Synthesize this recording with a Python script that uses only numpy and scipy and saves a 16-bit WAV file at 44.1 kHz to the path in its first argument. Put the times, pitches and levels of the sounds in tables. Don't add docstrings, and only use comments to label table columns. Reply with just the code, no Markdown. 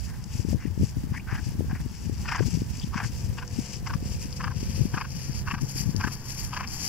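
import sys
import numpy as np
from scipy import signal
from scipy.fft import rfft, irfft
from scipy.io import wavfile
from scipy.ndimage import uniform_filter1d, map_coordinates

SR = 44100
rng = np.random.default_rng(int(sys.argv[2]) if len(sys.argv) > 2 else 0)


def store_wav(level_fs):
    pcm = np.round(np.clip(np.atleast_2d(level_fs), -1, 1) * 32767)
    wavfile.write(sys.argv[1], SR, pcm.T.astype(np.int16))


N = 303496
TIME = np.arange(N) / SR
FREQ = np.maximum(np.arange(N // 2 + 1) * SR / N, 1)
# (time [s], left relative level [dB], right relative level [dB])
GUSTS = [(0, -42, -37), (0.18, -36, -32), (0.33, -40, -36), (0.48, -27.5, -34), (0.7, -35.5, -37),
         (0.82, -32.5, -34), (0.93, -37.5, -33.5), (1.1, -33.5, -35), (1.28, -39.5, -32.5),
         (1.52, -31, -32.5), (1.63, -31.5, -31.5), (1.85, -31, -35), (1.97, -35.5, -38), (2.12, -33.5, -32),
         (2.4, -34, -30.5), (2.58, -29.5, -33.5), (2.75, -37, -33.5), (3.06, -36.5, -31.5),
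         (3.3, -30.5, -33), (3.45, -45.5, -36), (3.58, -30.5, -37.5), (3.68, -42, -41),
         (3.82, -31.5, -34.5), (4.05, -34, -30), (4.32, -35, -32.5), (4.47, -31, -33.5),
         (4.8, -32.5, -32.5), (5.05, -36, -32.5), (5.3, -40, -31.5), (5.42, -41.5, -33.5),
         (5.72, -36.5, -37), (5.87, -35, -37), (6.08, -30.5, -37), (6.2, -53, -37.5), (6.5, -42, -36.5),
         (6.88, -47, -39)]


def undb(db):
    return 10 ** (np.asarray(db) / 20)


def level(x, db):
    return x * undb(db) / np.sqrt(np.mean(x ** 2))


def curve(rows, column=1):
    rows = np.asarray(rows, float)
    return np.interp(TIME, rows[:, 0], rows[:, column])


def colour(x, points):
    size = len(x)
    hz, db = np.transpose(points)
    freq = np.maximum(np.arange(size // 2 + 1) * SR / size, 1)
    gain = undb(np.interp(np.log(freq), np.log(hz), db))
    cepstrum = irfft(np.log(gain), size)
    cepstrum[1:size // 2] *= 2
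    cepstrum[size // 2 + 1:] = 0
    return irfft(rfft(x) * np.exp(rfft(cepstrum)), size)


def treble(x, hz):
    return irfft(rfft(x) / (1 + (hz / FREQ) ** 4), N)


def wander(per_s):
    hold = max(int(SR / per_s), 1)
    steps = rng.standard_normal(N)[np.arange(N) // hold]
    return uniform_filter1d(steps, hold) * np.sqrt(3 / 2)


def grains(patchy_db, per_s):
    return rng.standard_normal(N) * undb(patchy_db * wander(per_s))


def bell(t, half_s):
    return np.exp(-.5 * (t / half_s) ** 2)


def add(out, start_s, sound):
    i = int(np.clip(start_s * SR, 0, N - 1))
    out[i:i + len(sound)] += sound[:N - i]


def wind(left_db=2.5, lumpy_db=2, lumps_per_s=18):
    # (frequency [Hz], relative density [dB])
    spectrum = [(20, -37.5), (35, -11.5), (60, 0), (90, 0), (125, -1.5), (160, -5), (230, -10.5),
                (300, -21.5), (450, -33), (700, -40), (1200, -49.5)]
    # (frequency [Hz], gain [dB])
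    shelter = [(40, -3), (90, -4), (160, -8), (300, -10.5), (600, 0.5)]
    left = colour(grains(patchy_db=4.5, per_s=90), spectrum)
    left = level(left * undb(lumpy_db * wander(lumps_per_s)), left_db)
    right = colour(colour(grains(patchy_db=3, per_s=76), spectrum), shelter)
    right = level(right * undb(lumpy_db * wander(lumps_per_s)), 0)
    return np.array([left * undb(curve(GUSTS)), right * undb(curve(GUSTS, column=2))])


def field(side_db=-4):
    # (frequency [Hz], relative density [dB])
    spectrum = [(150, 25.5), (400, 8), (620, -1), (860, 9), (1300, 0), (1700, 4.5), (2400, -7),
                (3500, -10.5), (6000, -29.5), (9000, -23), (15000, -7)]
    # (time [s], relative level [dB])
    approach = [(0, -49), (2, -46), (3.2, -46), (5, -46), (6, -43), (6.88, -39.5)]
    mid, side = (level(colour(rng.standard_normal(N), spectrum), 0) for _ in range(2))
    side = undb(side_db) * treble(side, hz=1230)
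    swell_db = .8 * wander(5)
    return np.array([mid + side, mid - side]) * undb(curve(approach) + swell_db)


def engine():
    # (time [s], rate [turns/s])
    speed = [(0, 19.1), (1, 19.3), (2, 20.2), (2.7, 21.8), (3.2, 21.95), (4.2, 22.4), (5.3, 22.35),
             (6.3, 21.85), (6.88, 21.3)]
    # (order [multiple of shaft rate], relative level [dB])
    orders = [(6, 5), (9, -5.5), (14, -19.5), (16, -17), (18, -17), (20, -18.5), (22, -12), (24, -15),
              (26, -25), (30, -26), (32, -18.5)]
    # (time [s], gain [dB])
    overtones = [(0, -2), (2.8, -4), (3.7, 1.5), (4.8, 0.5), (5.8, -8.5), (6.88, -6.5)]
    # (time [s], level [dB])
    strength = [(0, -54), (2.6, -50.5), (3.2, -44), (4.2, -44), (5.1, -44), (5.7, -41.5), (6.88, -45.5)]
    shaft_phase = 2 * np.pi * np.cumsum(curve(speed)) / SR
    drone = np.zeros(N)
    for order, db in orders:
        gain_db = db + 2.2 * wander(8) + curve(overtones) * (order > 10)
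        blur_rad = .35 * wander(10)
        drone += undb(gain_db) * np.sin(order * shaft_phase + blur_rad)
    return level(drone, 0) * undb(curve(strength))


def leg_sweeps(fall_stretch=1.3, lull_half_s=0.024):
    # (time [s], relative level [dB])
    rustle = [(0, -57.5), (1.25, -60), (2.3, -50.5), (3.5, -53), (5.5, -48), (6.88, -49.5)]
    # (time [s], relative level [dB], half length of the rise [s])
    sweeps = [(0.049, -49, 0.037), (0.358, -46.5, 0.053), (0.511, -46, 0.019), (0.856, -46.5, 0.041),
              (1.007, -54.5, 0.03), (1.173, -46.5, 0.0094), (1.345, -56, 0.016), (1.452, -46, 0.042),
              (1.963, -54, 0.076), (2.203, -45.5, 0.021), (2.491, -42, 0.046), (2.77, -48.5, 0.062),
              (3.055, -41, 0.018), (3.173, -48.5, 0.05), (3.6, -46, 0.091), (3.73, -45, 0.069),
              (4.103, -44.5, 0.047), (4.218, -42, 0.031), (4.373, -44.5, 0.012), (4.633, -45.5, 0.058),
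              (4.755, -41, 0.066), (5.22, -42.5, 0.073), (5.375, -41.5, 0.024), (5.612, -39, 0.0062),
              (5.702, -41, 0.015), (5.788, -35.5, 0.025), (5.917, -43, 0.012), (6.131, -40.5, 0.013),
              (6.305, -41.5, 0.036), (6.395, -40.5, 0.046), (6.679, -42, 0.005), (6.72, -41.5, 0.044),
              (6.846, -35, 0.037)]
    # (time [s], gain [dB])
    lulls = [(1.68, -2), (2.92, -7), (3.451, -5.5), (3.82, -8), (3.999, -1), (4.189, -6), (4.5, -2),
             (5.04, -4), (5.45, -8.5), (5.58, -14), (5.94, -7), (6.2, -2.5), (6.505, -3), (6.652, -8)]
    power = undb(curve(rustle)) ** 2
    for s, db, half_s in sweeps:
        width_s = half_s * np.where(TIME < s, 1, fall_stretch)
        power += (undb(db) * bell(TIME - s, width_s)) ** 2
    lull_db = sum(db * bell(TIME - s, lull_half_s) for s, db in lulls)
    return np.sqrt(power) * undb(lull_db)


def grass(envelope, gain_db=-3, flicker_db=2, head_on_s=(4.65, 5.45)):
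    # (frequency [Hz], relative density [dB])
    spectrum = [(500, -8), (900, -1), (1300, -7), (1700, -5.5), (2500, 0.5), (3500, -8.5), (4600, -6),
                (5800, 2), (7500, 2), (9300, -6.5), (11300, 2.5), (13500, -5.5), (15500, -12)]
    # (frequency [Hz], gain [dB])
    head_on = [(2000, 0), (2800, -3.5), (3300, -1), (3750, -6), (4400, 2), (6000, 1), (6500, 1.5),
               (7700, -0.5), (8450, -25), (9050, -8.5), (10200, -2), (12000, -5), (14000, -1.5)]
    # (time [s], gain [dB])
    top_octave = [(0, -7), (2.5, -20), (3.2, -13), (3.7, -12), (4.3, 2), (4.6, -20), (4.76, -7), (5.2, -7),
                  (5.65, 2), (5.85, 2.5), (6.35, 2.5), (6.88, 1)]
    blades = level(grains(patchy_db=0.5, per_s=1800), 0) + straws()
    brushing = level(colour(blades, spectrum), 0) * undb(flicker_db * wander(70))
    swish = undb(gain_db) * (brushing + crackle()) * envelope
    facing = np.interp(TIME, head_on_s, [0, 1])
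    swish = (1 - facing) * swish + facing * colour(swish, head_on)
    return swish + treble(swish, hz=9400) * (undb(curve(top_octave)) - 1)


def straws(ticks_per_s=190):
    out = np.zeros(N)
    for hz in np.geomspace(1800, 13500, 8):
        ticks = rng.choice([-1, 1], N) * (rng.random(N) < ticks_per_s / SR)
        out += signal.lfilter(*signal.iirpeak(hz, Q=3.5, fs=SR), ticks)
    return level(out, 0)


def crackle(count=420, decay_s=0.00066, lowest_hz=4500):
    out, t = np.zeros(N), np.arange(SR // 150) / SR
    for when, pitch, size in rng.random((count, 3)):
        burst = rng.standard_normal(len(t)) * np.exp(-t / decay_s)
        crack = signal.lfilter(*signal.iirpeak(lowest_hz * 3 ** pitch, Q=2, fs=SR), burst)
        peak_db = 6 * size - 1
        add(out, when * N / SR, crack / abs(crack).max() * undb(peak_db))
    return out


def snorts(leak_db=-21, leak_s=0.019, slowing=0.021, bright_hz=1850, turn_s=(1.9, 3.9), gain_db=-0.5):
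    # (time [s], relative level [dB], flap rate [1/s], flaps [count], brightness [dB],
    # half length of a flap [s], crest [share of the blow], fall from the crest [dB per share squared])
    blows = [(0.093, -52, 19, 3, -11, 0.014, 0.29, 33), (0.61, -52, 33, 3, 10, 0.017, 0.29, 31),
             (1.149, -40.5, 28, 2, -1, 0.0074, 0.19, 42), (1.291, -39, 32.8, 4, 0.5, 0.0087, 0.43, 15),
             (1.713, -42, 22.4, 3, 0, 0.0092, 0.13, 21), (2.259, -28.5, 32.7, 6, 2.5, 0.0066, 0.47, 83),
             (2.945, -32, 32.8, 4, 2.5, 0.0074, 0.48, 34), (3.388, -39, 25.3, 2, -2, 0.0075, 0.4, 12),
             (3.873, -34.5, 30.5, 3, 1.5, 0.0047, 0.42, 5), (4.41, -32, 30, 4, 1.5, 0.0054, 0.39, 38),
             (4.947, -29.5, 30.7, 4, 1, 0.0049, 0.43, 52), (5.481, -31.5, 30.7, 4, 3.5, 0.006, 0.29, 31),
             (6.012, -28, 31.8, 4, 3, 0.006, 0.37, 88), (6.538, -32, 30.4, 4, 3.5, 0.0064, 0.42, 32)]
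    # (frequency [Hz], relative density [dB])
    resonances = [(100, -33), (350, -10), (600, -13), (800, 2.5), (1020, 11), (1350, 4.5), (1620, 9),
                  (1950, -5), (2550, -3), (3150, -14), (3900, -24.5), (5200, -17), (6000, -17), (8000, -28),
                  (15000, -73)]
    # (frequency [Hz], gain [dB])
    side_on = [(600, -0.5), (850, 3), (1060, -5.5), (1550, 0.5), (2100, 16), (2700, -6), (3100, 2.5),
               (4200, 2.5)]
    out, t = np.zeros(N), np.arange(-2048, 2048) / SR
    hz, nasal_db = np.transpose(resonances)
    breath = grains(patchy_db=2.4, per_s=900)
    for start, snort_db, per_s, flaps, bright_db, half_s, crest, arch_db in blows:
        opening = np.exp(-.5 * abs(t / (0.98 * half_s)) ** 1.7)
        opening += undb(leak_db) * bell(t, leak_s)
        aside = np.interp(start, turn_s, [1, 0])
        heard_db = nasal_db + aside * np.interp(hz, *np.transpose(side_on))
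        for k, (shift, tilt) in enumerate(rng.standard_normal((flaps, 2))):
            s = start + k * (1 + slowing * k) / per_s
            flap_db = snort_db - arch_db * ((k + .5) / flaps - crest) ** 2
            top_db = (bright_db + 3.5 * tilt) / (1 + (bright_hz / hz) ** 4)
            uneven_db = 2.5 * rng.standard_normal(len(hz))
            nose = np.transpose([hz * np.exp(0.023 * shift), heard_db + top_db + uneven_db])
            puff = colour(breath[int(s * SR):][:len(t)], nose) * opening
            add(out, s + t[0], level(puff, flap_db + gain_db) * np.sqrt(np.mean(opening ** 2)))
    return out


def small_eddies(count=24, centre_hz=138, spread_octaves=0.99, cycles=0.95, over_wind_db=12):
    jitter, pitch = rng.uniform(-1.1, 1, (count, 2)).T
    times = (np.arange(count) + (1 + jitter) / 2) / count * N / SR
    peaks_db = np.interp(times, TIME, curve(GUSTS)) + over_wind_db
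    pitches_hz = centre_hz * 2 ** (spread_octaves * pitch)
    return [(s, db, hz, cycles, 0) for s, db, hz in zip(times, peaks_db, pitches_hz)]


def buffets(gain_db=0.17, shreds_db=-20):
    # (time [s], relative peak [dB], nominal pitch [Hz], length [cycles], port [0 left, 1 right])
    strong_eddies = [(0.355, -17, 131, 0.7, 0), (0.4, -12.5, 108, 0.99, 0), (0.451, -13.5, 188, 0.57, 0),
                     (0.488, -17.5, 260, 0.73, 0), (0.53, -14, 223, 0.94, 0), (0.532, -23.5, 620, 1.4, 0),
                     (0.546, -11, 190, 0.6, 0), (0.56, -18, 137, 2, 0), (0.656, -13.5, 240, 0.82, 0),
                     (0.678, -18, 136, 1.35, 0), (0.722, -25.5, 102, 4.1, 0), (0.778, -14, 146, 0.38, 0),
                     (0.798, -15.5, 168, 0.76, 0), (0.811, -11, 200, 0.73, 0), (0.812, -17, 90, 1.9, 1),
                     (0.825, -9, 150, 0.54, 0), (0.833, -8.5, 226, 0.53, 0), (0.842, -9, 127, 0.77, 0),
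                     (0.97, -17, 118, 0.74, 0), (1.04, -18.5, 193, 0.85, 0), (1.073, -22.5, 160, 1.6, 0),
                     (1.121, -18.5, 165, 0.73, 0), (1.329, -15.5, 113, 0.87, 0), (1.47, -17, 115, 1.1, 0),
                     (1.491, -18, 130, 0.54, 0), (1.521, -29, 288, 0.54, 0), (1.554, -26, 230, 0.86, 0),
                     (1.595, -14, 197, 0.71, 0), (1.608, -13.5, 334, 0.57, 0), (1.623, -21.5, 250, 0.9, 0),
                     (1.647, -23, 270, 0.45, 0), (1.694, -26, 95, 2.1, 1), (1.732, -15, 164, 0.61, 0),
                     (1.805, -27, 184, 1.2, 0), (1.821, -23, 190, 0.66, 0), (1.863, -18, 200, 0.5, 0),
                     (2.071, -18, 194, 1.7, 0), (2.098, -15, 252, 0.53, 0), (2.125, -21, 110, 2.6, 0),
                     (2.231, -22, 111, 1.2, 1), (2.407, -14, 121, 2, 0), (2.408, -9, 360, 0.91, 0),
                     (2.427, -14.5, 162, 2.1, 0), (2.484, -19.5, 246, 0.76, 0), (2.541, -17.5, 202, 2.4, 0),
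                     (2.552, -11, 128, 0.54, 0), (2.62, -14.5, 211, 0.5, 0), (2.741, -25.5, 133, 0.91, 1),
                     (2.764, -26, 112, 0.83, 1), (2.844, -15, 176, 1, 0), (2.961, -20, 228, 1.6, 0),
                     (3.061, -17, 125, 1.8, 0), (3.59, -14.5, 243, 1.06, 0), (3.958, -13, 150, 0.62, 0),
                     (4.028, -20.5, 266, 0.86, 0), (4.058, -19, 163, 0.6, 0), (4.147, -22.5, 144, 1.6, 0),
                     (4.5, -24.5, 113, 5.3, 0), (4.57, -20.5, 104, 1.1, 0), (4.63, -14, 200, 0.35, 0),
                     (4.779, -26.5, 360, 0.92, 0), (4.794, -24, 220, 0.89, 0), (4.815, -9.5, 139, 2.1, 0),
                     (4.856, -12.5, 207, 1.1, 0), (4.885, -28, 130, 0.66, 0), (4.944, -14.5, 140, 1.1, 0),
                     (4.974, -18.5, 168, 0.61, 0), (5.299, -19.5, 150, 1.75, 0), (5.539, -18, 204, 1.3, 0),
                     (5.619, -24.5, 250, 1.4, 0), (5.633, -15.5, 148, 2.3, 0), (5.646, -20, 124, 1.2, 0),
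                     (5.672, -29, 260, 0.41, 0), (5.761, -23, 220, 0.54, 0), (5.808, -24, 150, 1.4, 0),
                     (5.863, -16, 148, 1.3, 0), (5.879, -16, 100, 1.26, 0), (5.893, -14.5, 182, 1.44, 0),
                     (5.948, -13.5, 174, 0.34, 0), (5.961, -20, 141, 0.94, 0), (6.004, -25, 102, 1.5, 1),
                     (6.048, -16, 198, 0.81, 0)]
    # (frequency [Hz], relative density [dB])
    core_spectrum = [(100, -20.5), (250, 7), (420, -1), (650, -18.5), (1000, -31.5), (2000, -60)]
    out, t = np.zeros((2, N)), np.arange(-SR // 25, SR // 25) / SR
    eddies = list(strong_eddies) + small_eddies()
    shreds = level(colour(rng.standard_normal(N), core_spectrum), shreds_db)
    for s, peak_db, hz, cycles, port in eddies:
        turn, place = rng.random(2)
        swing = .8 * hz * t + .1 * np.arctan(3 * hz * t)
        core = shreds[int(place * (N - len(t))):][:len(t)]
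        pressure = np.cos(2 * np.pi * (swing + turn)) + core
        envelope = undb(peak_db + gain_db) / np.cosh(2 * t * hz / cycles)
        add(out[int(port)], s + t[0], envelope * pressure)
    return out


def snaps(decay_s=0.0025, band_ratio=1.2, gain_db=-2):
    # (time [s], relative peak [dB], lower band edge [Hz])
    breaks = [(0.24, -36.5, 5630), (0.525, -38, 5600), (1.4905, -39, 9500), (1.744, -43, 5100),
              (2.361, -30, 5540), (2.373, -39, 6340), (2.583, -49, 5200), (2.771, -37, 5800),
              (2.797, -36, 4570), (3.477, -36, 5200), (3.5967, -33, 5650), (3.691, -41, 5800),
              (3.7574, -41, 4750), (4.3267, -32.5, 4600), (4.3635, -36, 5540), (4.371, -40, 5260),
              (4.7586, -43, 4800), (5.331, -38, 4710), (5.613, -40, 5510), (5.7648, -36, 4870),
              (5.9637, -27, 5200), (6.303, -29.5, 5430), (6.474, -35, 9500), (6.6742, -33, 4860),
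              (6.83, -30, 4860)]
    out, t = np.zeros(N), np.arange(SR // 50) / SR
    for s, peak_db, hz in breaks:
        burst = rng.standard_normal(len(t)) * np.exp(-t / decay_s)
        crack = signal.lfilter(*signal.butter(1, [hz, hz * band_ratio], "band", fs=SR), burst)
        add(out, s, crack / abs(crack).max() * undb(peak_db + gain_db))
    return out


def squeaks(waver=0.086, rough_db=4):
    # (time [s], half length [s], level [dB], pitch [Hz], glide [octaves/s])
    whistles = [(1.166, 0.0036, -36, 2060, 6), (1.179, 0.0028, -38, 2230, 3), (1.2, 0.0083, -49, 2400, 6),
                (2.818, 0.0028, -45, 3330, -3), (2.834, 0.0041, -45, 3400, -4)]
    out, t = np.zeros(N), np.arange(-SR // 40, SR // 40) / SR
    for s, half_s, db, hz, glide in whistles:
        pitch = hz * 2 ** (glide * t) * (1 + waver * wander(830)[:len(t)])
        swell = undb(db + rough_db * wander(506)[:len(t)]) * bell(t, half_s)
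        add(out, s + t[0], swell * np.sin(2 * np.pi * np.cumsum(pitch) / SR))
    return out


def scene(scatter_db=-7):
    # (time [s], delay [ms])
    port_lag = [(0, 0.0026), (1, 0.0031), (3.5, 0.0061), (5, 0.061), (6.88, 0.071)]
    # (frequency [Hz], gain over the right port [dB])
    left_cavity = [(700, 2), (1150, 4), (1600, 2.5), (2300, 5), (2900, 9.5), (4000, 3), (4750, 18),
                   (5150, 12.5), (5570, 13.5), (6000, 7), (6450, 7), (7300, 6), (8600, 4), (10800, 3),
                   (13500, -4)]
    envelope = leg_sweeps()
    horse = snorts() + squeaks() + grass(envelope) + snaps()
    scattered = undb(scatter_db) * grass(envelope)
    delayed = map_coordinates(horse, [np.arange(N) - curve(port_lag) * SR / 1000], order=3)
    left, right = np.array([delayed + scattered, horse - scattered]) + field() + engine()
    return np.array([colour(left, left_cavity), right]) + wind() + buffets()


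def record(dry):
    cutoff_hz = 15600
    return signal.sosfilt(signal.ellip(10, .2, 80, cutoff_hz, fs=SR, output="sos"), dry)


dry = scene()
out = record(dry)
store_wav(out)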